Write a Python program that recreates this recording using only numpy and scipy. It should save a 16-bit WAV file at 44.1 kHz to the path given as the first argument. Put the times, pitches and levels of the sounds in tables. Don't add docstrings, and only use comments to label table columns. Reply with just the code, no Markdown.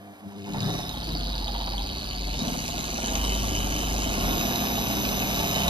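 import sys
import numpy as np
from scipy import signal
from scipy.fft import rfft, irfft, next_fast_len
from scipy.io import wavfile
from scipy.ndimage import uniform_filter1d, map_coordinates

SR = 44100
rng = np.random.default_rng(int(sys.argv[2]) if len(sys.argv) > 2 else 0)


def log_audio(samples):
    frames = np.atleast_2d(samples).T
    limited = np.clip(frames, -1, 1)
    pcm = np.round(limited * 32767).astype(np.int16)
    wavfile.write(sys.argv[1], SR, pcm)


N = 250929

PULSE_HZ = 100
GEAR_RATIO = 4.1
BARS = 24
EDGE_HZ = 15500
REFERENCE_SPEED = 100
OVERSHOOT_AT_S, OVERSHOOT_S, OVERSHOOT_SHARE = 0.75, 0.18, 0.2

# (start [s], glide [s], rotor speed [turns/s])
DIAL = [(0.22, 0.48, 65.2), (2.19, 0.35, 83.9), (2.9, 0.37, 104.2), (3.97, 0.38, 124.3), (5.39, 0.5, 149)]
# (frequency [Hz], width [Hz], level [dB])
SHELL = [(3120, 250, -14), (3700, 260, -3), (5550, 600, -1), (6100, 400, 1), (6650, 600, 2)]


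def dial_speed():
    t, speed = np.arange(N) / SR, np.zeros(N)
    for start, glide, setting in DIAL:
        progress = np.clip((t - start) / glide, 0, 1)
        speed = speed + (setting - speed) * np.sin(np.pi / 2 * progress) ** 2
    return speed


def rotor_speed(dial, sway=0.0033):
    overshoot = 1 + OVERSHOOT_SHARE * bump(OVERSHOOT_AT_S, OVERSHOOT_S)
    return dial * overshoot * (1 + sway * drift(7.2))


def straining():
    steps = sum(bump(start + glide / 2, glide / 2) for start, glide, _ in DIAL[1:])
    return steps + bump(OVERSHOOT_AT_S, OVERSHOOT_S)


def hum(speed, waver=0.049, flutter=0.42):
    partials_db = [-8.5, 2.5, -6.5, -9, -15, -31, -6, -43]
    # (level at rest [dB], running level at the reference speed [dB], step per doubling [dB])
    law = (-46.5, -42, 21.4)
    # (centre [s], half length [s], change of hum [dB])
    surges = [(0.184, 0.045, -10), (0.269, 0.011, 6), (0.34, .04, -2), (.56, 0.3, 10)]
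    turns = PULSE_HZ * np.arange(N) / SR + waver * .5 * drift(33.0)
    tone = np.zeros(N)
    for k, db in enumerate(partials_db, 1):
        loudness = amp(db) * (1 + flutter * drift(11.3))
        tone = tone + loudness * np.cos(2 * np.pi * (k * turns + rng.random()))
    starting_db = sum(db * bump(s, half) for s, half, db in surges)
    return played(tone, level(law, speed) + starting_db)


def knocks(turns, orbit, speed, delay_s=0.0022, play_s=0.00075, scatter_s=0.00028, contact_s=.0037,
           lengthen=0.51, rebound=0.52, rebound_s=0.0018):
    # (time [s], level over an ordinary knock [dB])
    clacks = [(.322, 6), (.443, 3), (0.535, 7), (0.605, 8), (0.623, 1), (0.694, 3), (0.893, 9),
              (1.043, 2.5), (1.152, 4.5), (1.381, 4), (1.444, 5), (1.481, 7), (1.821, 2), (2.111, 3.5),
              (2.392, 5), (2.482, 5), (2.681, 7), (2.81, 0), (3.06, 3), (3.154, 6), (3.25, 4), (3.551, 5.5),
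              (3.563, 4), (4.021, 3), (4.393, 1.5), (4.402, 3), (4.56, 7), (5.052, 9), (5.091, 8),
              (5.221, 6), (5.681, 9)]
    s = np.arange(int(N / SR * PULSE_HZ)) / PULSE_HZ
    at = (s * SR).astype(int)
    late, strong, bouncy = rng.standard_normal((3, len(s)))
    pace = np.maximum(speed[at] / 65, 1)
    swing = np.sin(2 * np.pi * orbit[at]) + np.sin(4 * np.pi * orbit[at])
    s = s + delay_s + play_s * swing + scatter_s * pace * late
    uneven_db, rotor_db, orbit_db = .9, 1.1, 1.0
    db = uneven_db * np.tanh(strong)
    db = db + rotor_db * np.cos(2 * np.pi * turns[at]) + orbit_db * np.cos(2 * np.pi * orbit[at])
    for clack_s, extra_db in clacks:
        nearest = np.argmin(abs(s - clack_s))
        s[nearest], db[nearest], bouncy[nearest] = clack_s, extra_db, 0
    pressure = np.zeros(N)
    lengths_s = contact_s * pace ** lengthen
    for blow_s, gain, length_s, split in zip(s, amp(db), lengths_s, bouncy > rebound):
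        touches = [(blow_s, length_s)]
        if split:
            touches = [(blow_s + shift * rebound_s / 2, length_s / 2) for shift in (-1, 1)]
        for centre_s, touch_s in touches:
            add(pressure, centre_s - touch_s / 2, gain * signal.windows.hann(round(touch_s * SR)))
    return evened(pressure)


def gears(pressure, turns, speed, head_db=-2.5, mesh=0.05, chirp_hz=4280, spread_hz=430, scrape_share=0.15):
    # (time [s], tooth knock [dB], housing chatter [dB])
    gear_levels = [(0, -85, -82), (.24, -69, -73), (.34, -59.5, -58), (.53, -49.5, -44.5),
                   (.61, -36.5, -45), (.92, -41, -48), (1.15, -36.5, -47), (1.55, -36.5, -48),
                   (2.15, -38, -44), (2.3, -39, -42), (3.3, -40.5, -39), (3.9, -43, -39.5),
                   (4.4, -37.5, -34), (4.75, -38.5, -36), (5.69, -38, -32.5)]
    # (frequency [Hz], width [Hz], level [dB])
    free_teeth = [(3060, 400, 7), (3740, 480, 9.5), (4500, 350, -8), (5120, 460, 11.5), (5540, 210, -10)]
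    # (frequency [Hz], width [Hz], level [dB])
    loaded_teeth = [(3040, 684, 9.5), (3897, 510, 5), (4504, 370, 5.5), (5030, 1020, 3.5)]
    # (frequency [Hz], width [Hz], level [dB])
    housing = [(1714, 355, -6), (2160, 102, 12), (2420, 117, 11), (2608, 138, 12), (2950, 255, 12),
               (3824, 580, 6), (5030, 133, 8.5)]
    # (frequency [Hz], width [Hz], level [dB])
    gear_head = [(5710, 810, -8), (6600, 470, -2), (7290, 240, -8.5), (8310, 1700, -14)]
    loaded_at_s, loading_s = 0.89, .2
    fast = speed / 125
    knock_db, chatter_db = follow(gear_levels)

    chirp_turns = np.cumsum(chirp_hz + spread_hz * drift(895.0)) / SR
    chirp = np.sqrt(2) * pressure * np.cos(2 * np.pi * chirp_turns)
    rub_share, rub_depth = .55, 1.5
    rub = rub_share * np.minimum(fast, 1) ** 5 * evened(swell(turns, rub_depth))
    scrape = (pressure + rub + 0.019) * np.sign(rng.standard_normal(N))
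    whirr = surface(turns + .008 * drift(25), count=110) * swell(PULSE_HZ * np.arange(N) / SR, .5)
    drive = scrape + mesh * fast ** 3 * whirr
    bite = chirp * np.clip(1.6 - 1.53 * fast, .2, 2)

    loaded = np.clip((np.arange(N) / SR - loaded_at_s) / loading_s, 0, 1)
    loaded = loaded * np.interp(speed, [105, 124], [1, .2])
    teeth = np.zeros(N)
    for modes, share in [(free_teeth, 1 - loaded), (loaded_teeth, loaded)]:
        teeth = teeth + share * (evened(ring(bite, modes)) + scrape_share * evened(ring(drive, modes)))
    hard_db = np.interp(speed, [60.4, 96.0, 106.7, 121], [-3.5, 8.0, 4.0, -1.0])
    return (played(teeth, knock_db)
            + played(ring(drive, housing), chatter_db)
            + played(ring(drive, gear_head), chatter_db + head_db + hard_db))


def cover_buzz(pressure):
    # (centre [s], half length [s], peak level [dB])
    buzzes = [(3.073, 0.042, -42), (3.288, 0.18, -37.5), (3.58, 0.075, -39), (3.8, 0.12, -38.5),
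              (4.054, 0.051, -37), (5.603, 0.098, -35)]
    cover_hz, cover_width_hz = 2995, 320
    waver = .115 * drift(75)
    shaking = sum(amp(db) * bump(s, half) for s, half, db in buzzes)
    rattle = pressure * np.cos(2 * np.pi * (cover_hz * np.arange(N) / SR + waver))
    return evened(ring(rattle, [(cover_hz, cover_width_hz, 0)])) * shaking


def pad(orbit, speed, grip=0.43):
    # (centre [s], half length [s], deep drumming [dB], higher drumming [dB], scuff [dB])
    judders = [(0.637, 0.15, 13.5, 4, 5), (1.15, 0.097, 8, 7, 2), (2.454, 0.081, 5.5, 3, 5),
               (2.768, 0.011, 3, 9, 3), (3.065, 0.14, -3.5, 2.5, 3.5), (4.235, 0.4, -1, 2.5, 1),
               (5.654, 0.23, 1.5, -4, 2)]
    # (frequency [Hz], width [Hz], level [dB])
    deep_sheet = [(127, 44, -0.5), (165.2, 11, 6)]
    # (frequency [Hz], width [Hz], level [dB])
    high_sheet = [(235, 37, 0.5), (246, 69, 0), (294, 36, -1), (363, 147, -6), (440, 140, -15.5)]
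    # (frequency [Hz], width [Hz], level [dB])
    foam = [(560, 380, -9), (700, 220, -4), (900, 200, -8.5), (1120, 220, -12), (1600, 1100, -14)]
    # (level at rest [dB], running level at the reference speed [dB], step per doubling [dB])
    deep_law = (-66, -39.5, 7.5)
    high_law = (-60.5, -38, 9.4)
    scuff_law = (-51.5, -38, 12.1)
    deep_db, high_db, scuff_db = sum(np.outer(extra_db, bump(s, half)) for s, half, *extra_db in judders)
    stick = np.clip(1.5 - speed / 110, 0, 1)
    drumming = np.zeros(N)
    for modes, law, judder_db in [(deep_sheet, deep_law, deep_db), (high_sheet, high_law, high_db)]:
        rub = evened(ring(rng.standard_normal(N) * swell(orbit, stick), modes))
        profile = surface(orbit + 0.0052 * drift(24.0), count=40)
        drum = evened(ring(profile, modes)) * np.clip(speed / 60, 0, 1)
        drumming = drumming + played((1 - grip) * rub + grip * drum, level(law, speed) + judder_db, size=4500)
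    slip = rng.standard_normal(N) * swell(orbit, .5 * stick) * amp(1.0 * drift(41))
    return drumming + played(ring(slip, foam), level(scuff_law, speed) + scuff_db)


def catches(orbit, speed, length_s=0.013):
    # (strongest catch [s], half length [s], peak level [dB])
    spells = [(0.322, 0.012, -53), (0.474, 0.02, -44), (0.549, 0.027, -32), (0.945, 0.024, -43.5),
              (1.616, 0.28, -33)]
    # (frequency [Hz], width [Hz], level [dB])
    squeak = [(847, 150, 15.5), (950, 2800, -3.5)]
    orbit_s, grabs = GEAR_RATIO / (speed + 1), np.zeros(N)
    for s, half, db in spells:
        from_grab_s = ((orbit - orbit[int(s * SR)] + .5) % 1 - .5) * orbit_s
        grabs = grabs + amp(db) * bump(s, half) * np.exp(-(from_grab_s / length_s) ** 2)
    return grabs * played(ring(rng.standard_normal(N), squeak), 0, size=600)


def pressed(settle_at_s=0.28, settle_s=.85):
    return np.clip((np.arange(N) / SR - settle_at_s) / settle_s, 0, 1)


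def throb(orbit, speed, level_db=-34, doubling_db=7, wallow=0.2, resting=0.11):
    # (frequency [Hz], width [Hz], level [dB])
    bonnet = [(48, 6.9, -6), (68.3, 20, -18), (24.8, 2.2, -22)]
    rocking = surface(orbit + 0.023 * drift(42), count=8) + wallow * rng.standard_normal(N)
    force = amp(doubling_db * np.log2(speed / REFERENCE_SPEED + 1e-6)) * pressed()
    shaking = rocking * force + resting * rng.standard_normal(N)
    return amp(level_db) * evened(ring(shaking, bonnet))


def booms(waver=0.12):
    # (centre [s], half length [s], frequency [Hz], peak level [dB])
    slack_notes = [(0.616, 0.026, 118, -25.5), (3.264, 0.14, 72.3, -37), (3.55, 0.17, 94, -35.5),
                   (4.276, 0.13, 41.5, -26.5), (4.28, 0.24, 82.8, -35), (5.69, 0.057, 65.5, -34)]
    t = np.arange(N) / SR
    return sum(amp(db) * bump(s, half) * np.sin(2 * np.pi * (hz * t + waver * drift(12)))
               for s, half, hz, db in slack_notes)


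def thumps(length_s=0.0076):
    # (centre [s], frequency [Hz], peak level [dB])
    hops = [(0.634, 119, -27), (0.662, 180, -24.5), (2.372, 270, -32), (2.425, 227, -21.5),
            (2.479, 232, -22), (2.526, 245, -25), (2.576, 245, -29)]
    t = np.arange(N) / SR
    return sum(amp(db) * bump(s, length_s) * np.cos(2 * np.pi * (hz * (t - s) + rng.random()))
               for s, hz, db in hops)


def commutator(turns, speed, gain_db=-37, lopsided=0.66, spark=1.0, straining_db=-1.0):
    # (frequency [Hz], width [Hz], level [dB])
    holders = [(3695, 620, 8.5), (8700, 1300, -7), (10900, 1200, -11), (11950, 1000, 2), (13200, 1200, -5)]
    runout, flutter, sway = .0014, .0016, .0026
    tone_db = -42.5
    angle = turns + runout * np.sin(2 * np.pi * turns) + flutter * drift(310)
    bars = sum(np.cos(2 * np.pi * BARS * k * angle) * (BARS * k * speed < EDGE_HZ) for k in (2, 4, 5, 6, 7, 8))
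    ticking = (bars + spark * rng.standard_normal(N)) * evened(swell(turns, lopsided))
    whine = ring(ticking, holders) * amp(gain_db) * (speed / 125) ** 3.64
    tone = np.cos(2 * np.pi * (2 * BARS + 1) * (turns + sway * drift(54)))
    return (whine + ring(tone, SHELL) * amp(tone_db)) * amp(straining_db * straining())


def head_whine(turns, speed, gain_db=-42):
    tone = np.cos(2 * np.pi * 3 * BARS * (turns + .0031 * drift(170)))
    vents = amp(-54 + 3 * straining()) * (speed / 125) ** 5
    return ring(tone, SHELL) * amp(gain_db) * straining() + tone * vents


def strain_whine(turns):
    # (centre [s], half length [s], peak level [dB])
    pulls = [(2.4, .065, -39.5), (5.59, .07, -46)]
    tone = np.cos(2 * np.pi * (2 * BARS + 1) * (turns + .0024 * drift(100)))
    return tone * sum(amp(db) * bump(s, half) for s, half, db in pulls)


def fan(turns, speed, pulsing=0.1):
    # (frequency [Hz], relative level per hertz [dB])
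    air = [(20, 3), (1000, 10), (3000, 11.5), (6000, 4), (7900, -1.5), (9200, 7.5), (10200, 1),
           (11500, 1.5), (13000, 1), (14000, 5), (14800, -21)]
    # (level at rest [dB], running level at the reference speed [dB], step per doubling [dB])
    law = (-58, -41.5, 8.5)
    hz = np.fft.rfftfreq(N, 1 / SR)
    hiss = irfft(rfft(rng.standard_normal(N)) * amp(read(air, hz)), N)
    return evened(hiss * swell(turns, pulsing)) * amp(level(law, speed) + 1.7 * drift(95))


def iron_buzz(level_db=-64, depth=1.0):
    # (frequency [Hz], width [Hz], level [dB])
    iron = [(2300, 68, 19), (3740, 240, -1), (4960, 420, -28), (6600, 700, 0), (7600, 900, 3)]
    fizz = rng.standard_normal(N) * swell(PULSE_HZ * np.arange(N) / SR, depth)
    return evened(ring(fizz, iron)) * amp(level_db)


def workshop(x, t60=0.15, first_s=0.0037, change_hz=1.289, count=3):
    # (frequency [Hz], lead of the left [rad])
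    port_phase = [(60, 0), (250, -.35), (600, -1.2), (1120, -1.0), (1460, -2.6), (2000, -3.14),
                  (2930, -4.8), (4130, -6.0), (5680, -9.0), (6100, -7.0), (6600, -9.9), (7900, -9.42),
                  (9200, -8.5), (10600, -6.4), (12000, -5.2), (13000, -6.0), (15000, -3.8)]
    # (frequency [Hz], left minus right [dB])
    balance = [(50, 0.5), (170, 2), (330, 2), (700, -4.5), (1300, -2.5), (2200, 0.5), (3000, -1),
               (4000, -1.5), (5500, -2.5), (7000, -1), (12000, 0)]
    # (frequency [Hz], level against the direct sound [dB])
    wet_levels = [(40, -19), (200, -10), (700, -7), (1300, -3), (2100, -13), (3400, -6), (5000, -6),
                  (8000, -8), (10000, -6), (11500, -16), (15000, -9)]
    size = next_fast_len(N + SR // 2)
    hz, t = np.fft.rfftfreq(size, 1 / SR), np.arange(SR // 3) / SR
    side, wet, room = np.array([[.5], [-.5]]), amp(read(wet_levels, hz)), 0
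    for k in range(count):
        tails = rng.standard_normal((2, len(t))) * amp(-60 * t / t60) * (t > first_s)
        tails = tails / np.linalg.norm(tails, axis=1, keepdims=True)
        share = np.sqrt(2 / count) * np.cos(np.pi * (change_hz * np.arange(N) / SR + k / count))
        room = room + rfft(x * share, size) * rfft(tails, size)
    direct = rfft(x, size) * np.exp(1j * side * read(port_phase, hz))
    both = (direct + wet * room) / np.sqrt(1 + wet ** 2)
    return irfft(both * amp(side * read(balance, hz)), size)[:, :N]


def travel(ports):
    # (time [s], extra delay at the left port [ms])
    path = [(0, -0.061), (.6, -0.038), (1.3, -0.021), (2, -0.0062), (3.3, 0.02), (4.4, -0.0059),
            (5.69, -0.029)]
    delay_ms, = follow(path)
    half = delay_ms * SR / 1000 / 2
    body = signal.sosfiltfilt(signal.butter(4, 5000, fs=SR, output="sos"), ports)
    moved = [map_coordinates(x, [np.arange(N) - sign * half], order=3, mode="nearest")
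             for x, sign in zip(body, (1, -1))]
    return ports - body + np.array(moved)


def amp(db):
    return 10 ** (np.asarray(db) / 20)


def evened(x):
    return x / np.sqrt(np.mean(x ** 2) + 1e-20)


def read(points, hz):
    f, value = np.transpose(points)
    return np.interp(np.log(hz + 1), np.log(f + 1), value)


def follow(table):
    s, *columns = np.transpose(table)
    return [np.interp(np.arange(N) / SR, s, column) for column in columns]


def drift(rate_hz):
    hz = np.fft.rfftfreq(N, 1 / SR)
    return evened(irfft(rfft(rng.standard_normal(N)) * np.exp(-(hz / rate_hz) ** 2), N))


def bump(centre_s, half_s):
    return np.exp(-((np.arange(N) / SR - centre_s) / half_s) ** 2)


def swell(turns, depth):
    return np.exp(depth * np.cos(2 * np.pi * turns))


def surface(turns, count):
    size = 16 * count
    profile = irfft(np.r_[0, np.exp(2j * np.pi * rng.random(count))], size)
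    return evened(np.interp(turns, np.arange(size) / size, profile, period=1))


def ring(x, modes):
    size = 2 * next_fast_len(N // 2 + SR // 4)
    hz = np.fft.rfftfreq(size, 1 / SR)
    power = sum(amp(db) ** 2 / (1 + (2 * (hz - f) / width) ** 2) ** 2 for f, width, db in modes)
    cepstrum = irfft(np.log(power + 1e-12))[:size // 2]
    cepstrum[0] /= 2
    return irfft(rfft(x, size) * np.exp(rfft(cepstrum, size)))[:N]


def level(law, speed):
    rest_db, running_db, doubling_db = law
    running = amp(running_db + doubling_db * np.log2(speed / REFERENCE_SPEED + 1e-6))
    return 20 * np.log10(np.hypot(amp(rest_db), running))


def played(x, level_db, size=6000):
    power = uniform_filter1d(uniform_filter1d(x ** 2, size), size // 2)
    return x * amp(level_db) / np.sqrt(np.abs(power) + 1e-12)


def add(mix, s, sound):
    part = mix[max(round(s * SR), 0):][:len(sound)]
    part += sound[:len(part)]


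def scene():
    speed = rotor_speed(dial_speed())
    turns = np.cumsum(speed) / SR
    orbit = turns / GEAR_RATIO
    pressure = knocks(turns, orbit, speed)
    whines = commutator(turns, speed) + head_whine(turns, speed) + strain_whine(turns)
    motor = hum(speed) + iron_buzz() + whines + fan(turns, speed)
    rattle = gears(pressure, turns, speed) + cover_buzz(pressure)
    panel = throb(orbit, speed) + booms() + thumps() + pad(orbit, speed) + catches(orbit, speed)
    return travel(workshop(motor + rattle + panel))


def record(dry):
    lowpass = signal.firwin(401, EDGE_HZ, window=("kaiser", 9), fs=SR)
    return signal.oaconvolve(dry, lowpass[None], "same")


dry = scene()
out = record(dry)
log_audio(out)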